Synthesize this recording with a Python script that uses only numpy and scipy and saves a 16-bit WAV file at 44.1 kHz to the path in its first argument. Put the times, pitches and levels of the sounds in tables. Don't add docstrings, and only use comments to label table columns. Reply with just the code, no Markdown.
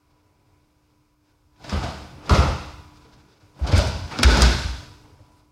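import sys
import numpy as np
from scipy import signal
from scipy.fft import rfft, irfft
from scipy.io import wavfile
from scipy.ndimage import uniform_filter1d

SR = 44100
rng = np.random.default_rng(int(sys.argv[2]) if len(sys.argv) > 2 else 0)


def elevation(decibels):
    levels = np.asarray(decibels, float)
    return 10 ** (levels / 20)


def file_out(sig):
    cols = np.atleast_2d(sig).T
    lim = np.clip(cols, -1, 1)
    pcm = np.round(lim * 32767).astype(np.int16)
    wavfile.write(sys.argv[1], SR, pcm)


N = 242991
TIME = np.arange(N) / SR


def level(x, db):
    return x * elevation(db) / np.sqrt(np.mean(x ** 2))


def along(table, hz):
    f, v = np.transpose(table)
    return np.interp(np.log(np.maximum(hz, 1)), np.log(f), v)


def colour(x, table, size=8192):
    bin_hz = np.arange(size // 2 + 1) * SR / size
    cepstrum = irfft(np.log(elevation(along(table, bin_hz))))
    cepstrum[1:size // 2] *= 2
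    cepstrum[size // 2 + 1:] = 0
    impulse = irfft(np.exp(rfft(cepstrum)))
    return signal.fftconvolve(x, impulse)[:len(x)]


def band(x, hz, width):
    edges = [max(hz - width / 2, 5), hz + width / 2]
    return signal.sosfilt(signal.butter(2, edges, "band", fs=SR, output="sos"), x)


def walk(rate):
    held = int(SR / rate)
    steps = np.repeat(rng.standard_normal(N // held + 1), held)
    return 1.39 * uniform_filter1d(uniform_filter1d(steps, held), held)[:N]


def add(out, x, s):
    i = int(s * SR)
    out[i:i + len(x)] += x[:N - i]


PLACES_S = [0, 2.2, 3.5, 4.07, 5.6]


def place(s):
    return np.searchsorted(PLACES_S, s) - 1


# start_s, peak_db, length_ms,
# lowest_hz
SLAPS = [(1.559, -60, 4.4, 1500), (1.639, -36.5, 7.6, 1010), (1.692, -28, 6, 1500), (1.836, -29, 3.6, 3000),
         (2.2938, -16.5, 3.24, 977), (2.314, -40, 0.86, 6020), (3.054, -60, 5.8, 1010),
         (3.592, -61, 6.8, 982), (3.666, -32, 10.5, 3500), (3.719, -26.5, 6, 1480), (3.731, -30.5, 6, 1454),
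         (3.77, -33, .8, 7000), (3.7787, -20.5, 1.4, 7500), (3.783, -25.5, 0.84, 7500),
         (3.785, -26, 2.2, 6360), (3.79, -18, 2.3, 2000), (3.826, -32.5, 3.8, 4900),
         (3.868, -33, 7.3, 5000), (3.882, -36.5, 4, 5500), (4.111, -36, 6.5, 1000), (4.149, -39, 5, 1023),
         (4.1874, -21, 2.1, 2000), (4.196, -28.5, 2.2, 3000), (4.224, -30, 1.6, 3000),
         (4.2303, -3, 4.7, 990), (4.277, -31.5, 1.5, 5000), (4.3718, -18.5, 1.9, 5580),
         (4.418, -8.5, 4, 3970), (5.3, -70, 35, 7940), (5.35, -66.5, 30, 8200)]
# frequency_hz, density_db (per Hz)
VINYL = [(590, -21.5), (1000, -16.5), (1420, 1), (2560, -3.5), (3580, -1), (4070, -4), (4960, -2.5),
         (10800, -16.5), (16000, -40.5)]
# frequency_hz, density_db (per Hz)
CLOTH = [(880, -26), (1500, 1.5), (1850, -8.5), (2560, -6.5), (3060, -10.5), (3380, -5), (5170, -6.5),
         (5600, -10.5), (6180, -11.5), (11700, -30.5), (15100, -39.5), (16000, -48)]
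CRACK_HALL_DB = [5.5, 7, 0.5, -9]
HALL_DB_PER_OCTAVE, HALL_DB_PER_LENGTH = -2, 3.5
HARD_TOP_HZ, DULLING = 16840, .3


def slaps():
    near, far, t = np.zeros(N), np.zeros(N), TIME[:3000]
    click = level(colour(1. * (t == 0), CLOTH), -22.5)
    for s, db, ms, low_hz in SLAPS:
        hall_db = CRACK_HALL_DB[place(s)]
        hall_db += HALL_DB_PER_OCTAVE * np.log2(low_hz / 1000) + HALL_DB_PER_LENGTH * np.log2(ms / 5)

        air, pops = rng.standard_normal((2, len(t)))
        air = colour(air, VINYL)
        air = signal.sosfilt(signal.butter(3, low_hz, "high", fs=SR, output="sos"), air)
        top_hz = min(max(HARD_TOP_HZ * elevation(DULLING * db), 2.1 * low_hz), .45 * SR)
        air = signal.sosfilt(signal.butter(2, top_hz, fs=SR, output="sos"), air)

        pop_gain = elevation(4 * np.repeat(pops, 30)[:len(t)])
        age = t * 1000 / max(ms, .3)
        crack = level(air * pop_gain, db - 3) * np.sqrt(age) * np.exp(-age ** 3 / 3)
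        ceiling = elevation(-8) * band(np.roll(crack, int(.0095 * SR)), 3500, 5000)
        add(near, crack + ceiling, s)

        far_click = signal.lfilter(*signal.butter(1, .6 * low_hz, "high", fs=SR), click)
        add(far, elevation(db + hall_db) * level(far_click, -22), s)
    return near, far


# start_s, peak_db, pitch_hz, held_s
LANDINGS = [(1.725, -18, 74.6, 0.038), (1.761, -19.5, 63.6, 0.049), (2.307, -5.5, 70.5, 0.03),
            (2.38, -7, 71.8, 0.04), (2.475, -18, 64.3, 0.029), (3.612, -15.5, 67, 0.049),
            (3.728, -4.5, 88.8, 0.03), (3.768, -6, 69, .028), (4.243, -5.5, 64.8, 0.052),
            (4.312, -8.5, 59.7, 0.045), (4.412, -8, 62.2, 0.067), (4.483, -20, 64, 0.057),
            (4.645, -16.5, 66.2, 0.022), (4.679, -24.5, 59.2, 0.058)]
# start_s, peak_db
REBOUNDS = [(1.812, -22.5), (1.874, -33), (1.956, -37.5), (2.524, -25.5), (2.601, -37), (3.684, -19.5),
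            (3.805, -18.5), (3.874, -20), (3.941, -17.5), (4.035, -27), (4.536, -19), (4.793, -35),
            (4.898, -39)]
# start_s, peak_db
STEPS = [(0.244, -57), (.288, -59.5), (.38, -65), (.47, -57), (.52, -57), (0.892, -60), (.96, -66),
         (2.135, -38), (2.189, -45), (2.765, -42), (3.179, -50.5), (3.428, -46), (4.194, -23),
         (5.119, -44.5), (5.199, -41.5)]
REBOUND_HZ, REBOUND_S = 82, 0.025
STEP_HZ, STEP_S, PITCH_SCATTER = 98, 0.031, .06


def thuds():
    out, t = np.zeros(N), TIME[:12000]
    light = [(s, db, REBOUND_HZ, REBOUND_S) for s, db in REBOUNDS]
    light += [(s, db, STEP_HZ, STEP_S) for s, db in STEPS]
    scatter = 1 + PITCH_SCATTER * rng.standard_normal(len(light))
    light = [(s, db, hz * k, held) for (s, db, hz, held), k in zip(light, scatter)]
    for s, db, hz, held in list(LANDINGS) + light:
        phase = 2 * np.pi * hz * t * (1 + 0.14 * np.exp(-t / .02))
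        stiff_mode = elevation(-19.0) * np.sin(2.87 * phase) * np.exp(-t / 0.073)
        swing = np.sin(phase) + stiff_mode
        rise = 1 - np.exp(-t / .007)
        choke = np.exp(-(t / max(held, .01)) ** 4)
        add(out, -elevation(db + 1) * rise * choke * swing, s)
    return out


# start_s, level_db, pitch_hz, decay_ms
KNOCKS = [(1.6, -50, 750, 21), (1.642, -36, 625, 14), (1.692, -32.5, 1100, 9), (1.720, -24.5, 201.5, 43),
          (1.83, -24, 658, 16), (2.295, -13.5, 1240, 6.5), (2.305, -20, 558, 41), (2.371, -31.5, 402, 57),
          (2.43, -30, 534, 16), (2.45, -28.5, 852, 62), (3.591, -37, 568, 7.7), (3.645, -35, 667, 24),
          (3.673, -27, 602, 16), (3.727, -21.5, 524, 14), (3.729, -22, 203, 30), (3.785, -22, 602, 33),
          (3.825, -31, 673, 11), (4.112, -32, 1184, 15), (4.156, -32.5, 1300, 16),
          (4.1888, -15, 246.5, 9.4), (4.23, -12.5, 1416, 8.7), (4.241, -17, 1450, 4.5),
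          (4.281, -19.5, 397, 15), (4.371, -19.5, 211, 74), (4.42, -18, 1360, 17), (4.125, -36, 2430, 28),
          (4.198, -26.5, 486, 12), (3.74, -30.5, 2260, 19), (3.56, -51.5, 695, 21.5),
          (4.188, -26, 4900, 6.5)]
# start_s, level_db, pitch_hz
HEELS = [
    (2.176, -48, 270),
    (3.045, -55, 440),
    (3.2, -66, 350),
    (4.82, -49, 591),
    (5.038, -51.5, 458),
    (5.05, -59, 900),
    (5.092, -55, 424),
    (5.13, -61, 900),
    (5.19, -55.5, 540),
]
HEEL_MS = 28
# frequency_hz, density_db (per Hz)
FOAM = [(71, -37.5), (120, 3), (232, -9), (334, -9), (398, -10.5), (494, -9.5), (565, -11), (791, -12.5),
        (869, -9.5), (1040, -15.5), (1270, -14), (1730, -24.5), (3000, -24.5), (3900, -42), (6600, -120)]
KNOCK_HALL_DB = [0, 3, 0.3, -5]


def knocks():
    near, far, t = np.zeros(N), np.zeros(N), TIME[:6000]
    click = 1. * (t == 0)
    for s, db, hz, ms in list(KNOCKS) + [(*heel, HEEL_MS) for heel in HEELS]:
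        body = rng.standard_normal(len(t))
        knock = level(colour(body, FOAM), -2.0) + level(band(body, hz, 0.16 * hz), 0)
        shape = (1 - np.exp(-t / 0.0027)) * np.exp(-t * 1000 / max(ms, 2))
        add(near, elevation(db + 0.5) * knock * shape, s - .001)
        thump = level(colour(click, FOAM), -18) + level(band(click, hz, 0.17 * hz), -19.5)
        add(far, elevation(db + KNOCK_HALL_DB[place(s)]) * thump, s)
    return near, far


# start_s (at full level), held_s, scrape_db, rumble_db (over the scrape)
DRAG = [(.1, .85, -78, 10), (1.24, .06, -73.5, 4.5), (1.63, .015, -55.5, 1), (1.73, 0.053, -41.5, 13),
        (1.83, 0.018, -41, 6), (2.0, 0.24, -67.5, 19), (2.28, 0.026, -47, 0), (2.342, 0.082, -35, 15.5),
        (2.9, 0.53, -70, 8.5), (2.94, 0.025, -68, 2), (3.07, 0.073, -64.5, 5.5), (3.29, .1, -65.5, -5),
        (3.679, 0.11, -37.5, 10.5), (3.8, 0.11, -47, 11.5), (4.126, 0.047, -40, 7.5), (4.291, 0.1, -26, 4),
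        (4.37, 0.093, -29.5, 2.5), (4.5, 0.081, -39, -6), (5.079, 0.34, -74, 13.5)]
DRAG_RISE_DB_S, DRAG_FALL_DB_S = 266, 140.5
PATCHY_DB, FAINT_PATCHY_DB, FAINT_UNDER_DB = 3.5, 3.1, -60


def drag():
    scrape = level(colour(rng.standard_normal(N), CLOTH), 0)
    catches = walk(70)
    bold = scrape * elevation(PATCHY_DB * catches)
    faint = scrape * elevation(FAINT_PATCHY_DB * catches)
    shuffle = level(colour(rng.standard_normal(N), FOAM), 0) * elevation(0.35 * walk(30))
    out = np.zeros(N)
    for s, held, db, dull_db in DRAG:
        under_db = DRAG_RISE_DB_S * np.maximum(s - TIME, 0)
        under_db += DRAG_FALL_DB_S * np.maximum(TIME - s - held, 0)
        hiss = bold if db > FAINT_UNDER_DB else faint
        out += elevation(db - under_db) * (hiss + elevation(dull_db) * shuffle)
    return out


# frequency_hz, t60_s
HALL_T60 = [(60, 0.7), (150, 0.88), (400, 0.64), (1000, 0.89), (3000, 1), (6000, 1), (12000, 0.99)]


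def hall(x, build_s=0.0065):
    out, t = np.zeros(N), TIME[:int(1.3 * SR)]
    for start, end in zip(PLACES_S, PLACES_S[1:]):
        echo, walls = 0, walk(79.56)
        for k, hz in enumerate(45 * 2 ** np.arange(0, 8.6, .5)):
            lumps_db = 3 * walls[k * 4000:][:len(t)] * np.exp(-t / .25)
            ring = band(rng.standard_normal(len(t)), hz, hz * .35)
            echo = echo + ring * elevation(lumps_db - 60 * t / along(HALL_T60, hz))
        echo = echo * (1 - np.exp(-(t / build_s) ** 2))
        echo = echo / np.sqrt(np.sum(echo ** 2))
        add(out, signal.fftconvolve(x[int(start * SR):int(end * SR)], echo), start)
    return out


# frequency_hz, density_db (per Hz)
AIR = [(45, -1.5), (70, 1.5), (100, -2), (138, -5.5), (160, -14.5), (260, -12), (500, -15.5), (800, -18.5),
       (1000, -15.5), (1900, -29.5), (2250, -23), (3300, -31.5), (5000, -28), (16000, -44)]
AIR_DB = -62
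# pitch_hz, haze_db, width_hz, line_db (steady tone over the haze)
HUM = [(135, -74, 16, -8), (300.3, -82, 6, 13), (984.5, -82, 10, 5)]
HUM_BEAT_S, HUM_BEAT_PEAK_S, HUM_BEAT_DB = 1.24, .42, 2.5
LULL_S, LULL_LENGTH_S, LULL_DB = 1.18, 0.053, -4


def room_tone():
    out, swell = 0, walk(0.83)
    for hz in 25 * 2 ** np.arange(0, 9.6, .5):
        ring = band(rng.standard_normal(N), hz, hz * .35)
        wander_db = (.8 * swell + 2.5 * walk(5)) * min(1, (600 / hz) ** .5)
        out = out + ring * elevation(wander_db)
    lull_db = LULL_DB * np.exp(-((TIME - LULL_S) / LULL_LENGTH_S) ** 2)
    out = level(colour(out, AIR), AIR_DB - 3) * elevation(lull_db)
    for hz, db, width, line_db in HUM:
        haze = level(band(rng.standard_normal(N), hz, width), db)
        line = elevation(db + line_db) * np.sin(2 * np.pi * hz * TIME)
        beat_db = HUM_BEAT_DB * (hz > 500) * np.cos(2 * np.pi * (TIME - HUM_BEAT_PEAK_S) / HUM_BEAT_S)
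        out = out + elevation(beat_db) * (haze + line)
    return out


GATE_FROM_DB, GATE_SLOPE, GATE_OPEN_DB = -65, 0.58, 17.5
GATE_SENSE_S, GATE_CLOSE_DB_S = 0.05, 24


def gate(x):
    power = np.abs(uniform_filter1d(x ** 2, int(GATE_SENSE_S * SR)))
    loud_db = 10 * np.log10(power + 1e-9)
    lift_db = np.clip(GATE_SLOPE * (loud_db - GATE_FROM_DB), 0, GATE_OPEN_DB)
    closing_db = GATE_CLOSE_DB_S * TIME
    return np.maximum.accumulate(lift_db + closing_db) - closing_db


def scene():
    crack, far_crack = slaps()
    knock, far_knock = knocks()
    boom, cloth = thuds(), drag()
    wet = hall(elevation(7) * (far_crack + far_knock) + elevation(-4.5) * boom + elevation(-4.5) * cloth)
    near = crack + knock + boom + elevation(-3.5) * cloth
    lift_db = gate(near + elevation(1.5) * wet)
    mix = near + elevation(0.94 * (lift_db - 19.5)) * wet + elevation(lift_db + 1.0) * room_tone()
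    return mix[None]


# pitch_hz, width_hz, lift_db
PHONE = [(1450, 87, 2.5), (2450, 740, 1), (3590, 500, 1.5), (5000, 800, 3)]


def top_cut(x):
    return signal.sosfilt(signal.butter(12, 16470, fs=SR, output="sos"), x)


def record(dry):
    dry = signal.sosfilt(signal.butter(2, 27, "high", fs=SR, output="sos"), dry)
    ringing = sum((elevation(db) - 1) * signal.lfilter(*signal.iirpeak(hz, hz / width, SR), dry)
                  for hz, width, db in PHONE)
    dry = dry + ringing
    hiss = elevation(-80) * rng.standard_normal(dry.shape)
    drive = (dry + hiss) / 1.015
    rounded = .96 * np.tanh(drive + drive ** 3 / 3)
    top = signal.ellip(8, .2, 40, 15850, fs=SR, output="sos")
    finished = signal.sosfilt(top, rounded)
    return top_cut(finished)


dry = scene()
out = record(dry)
file_out(out)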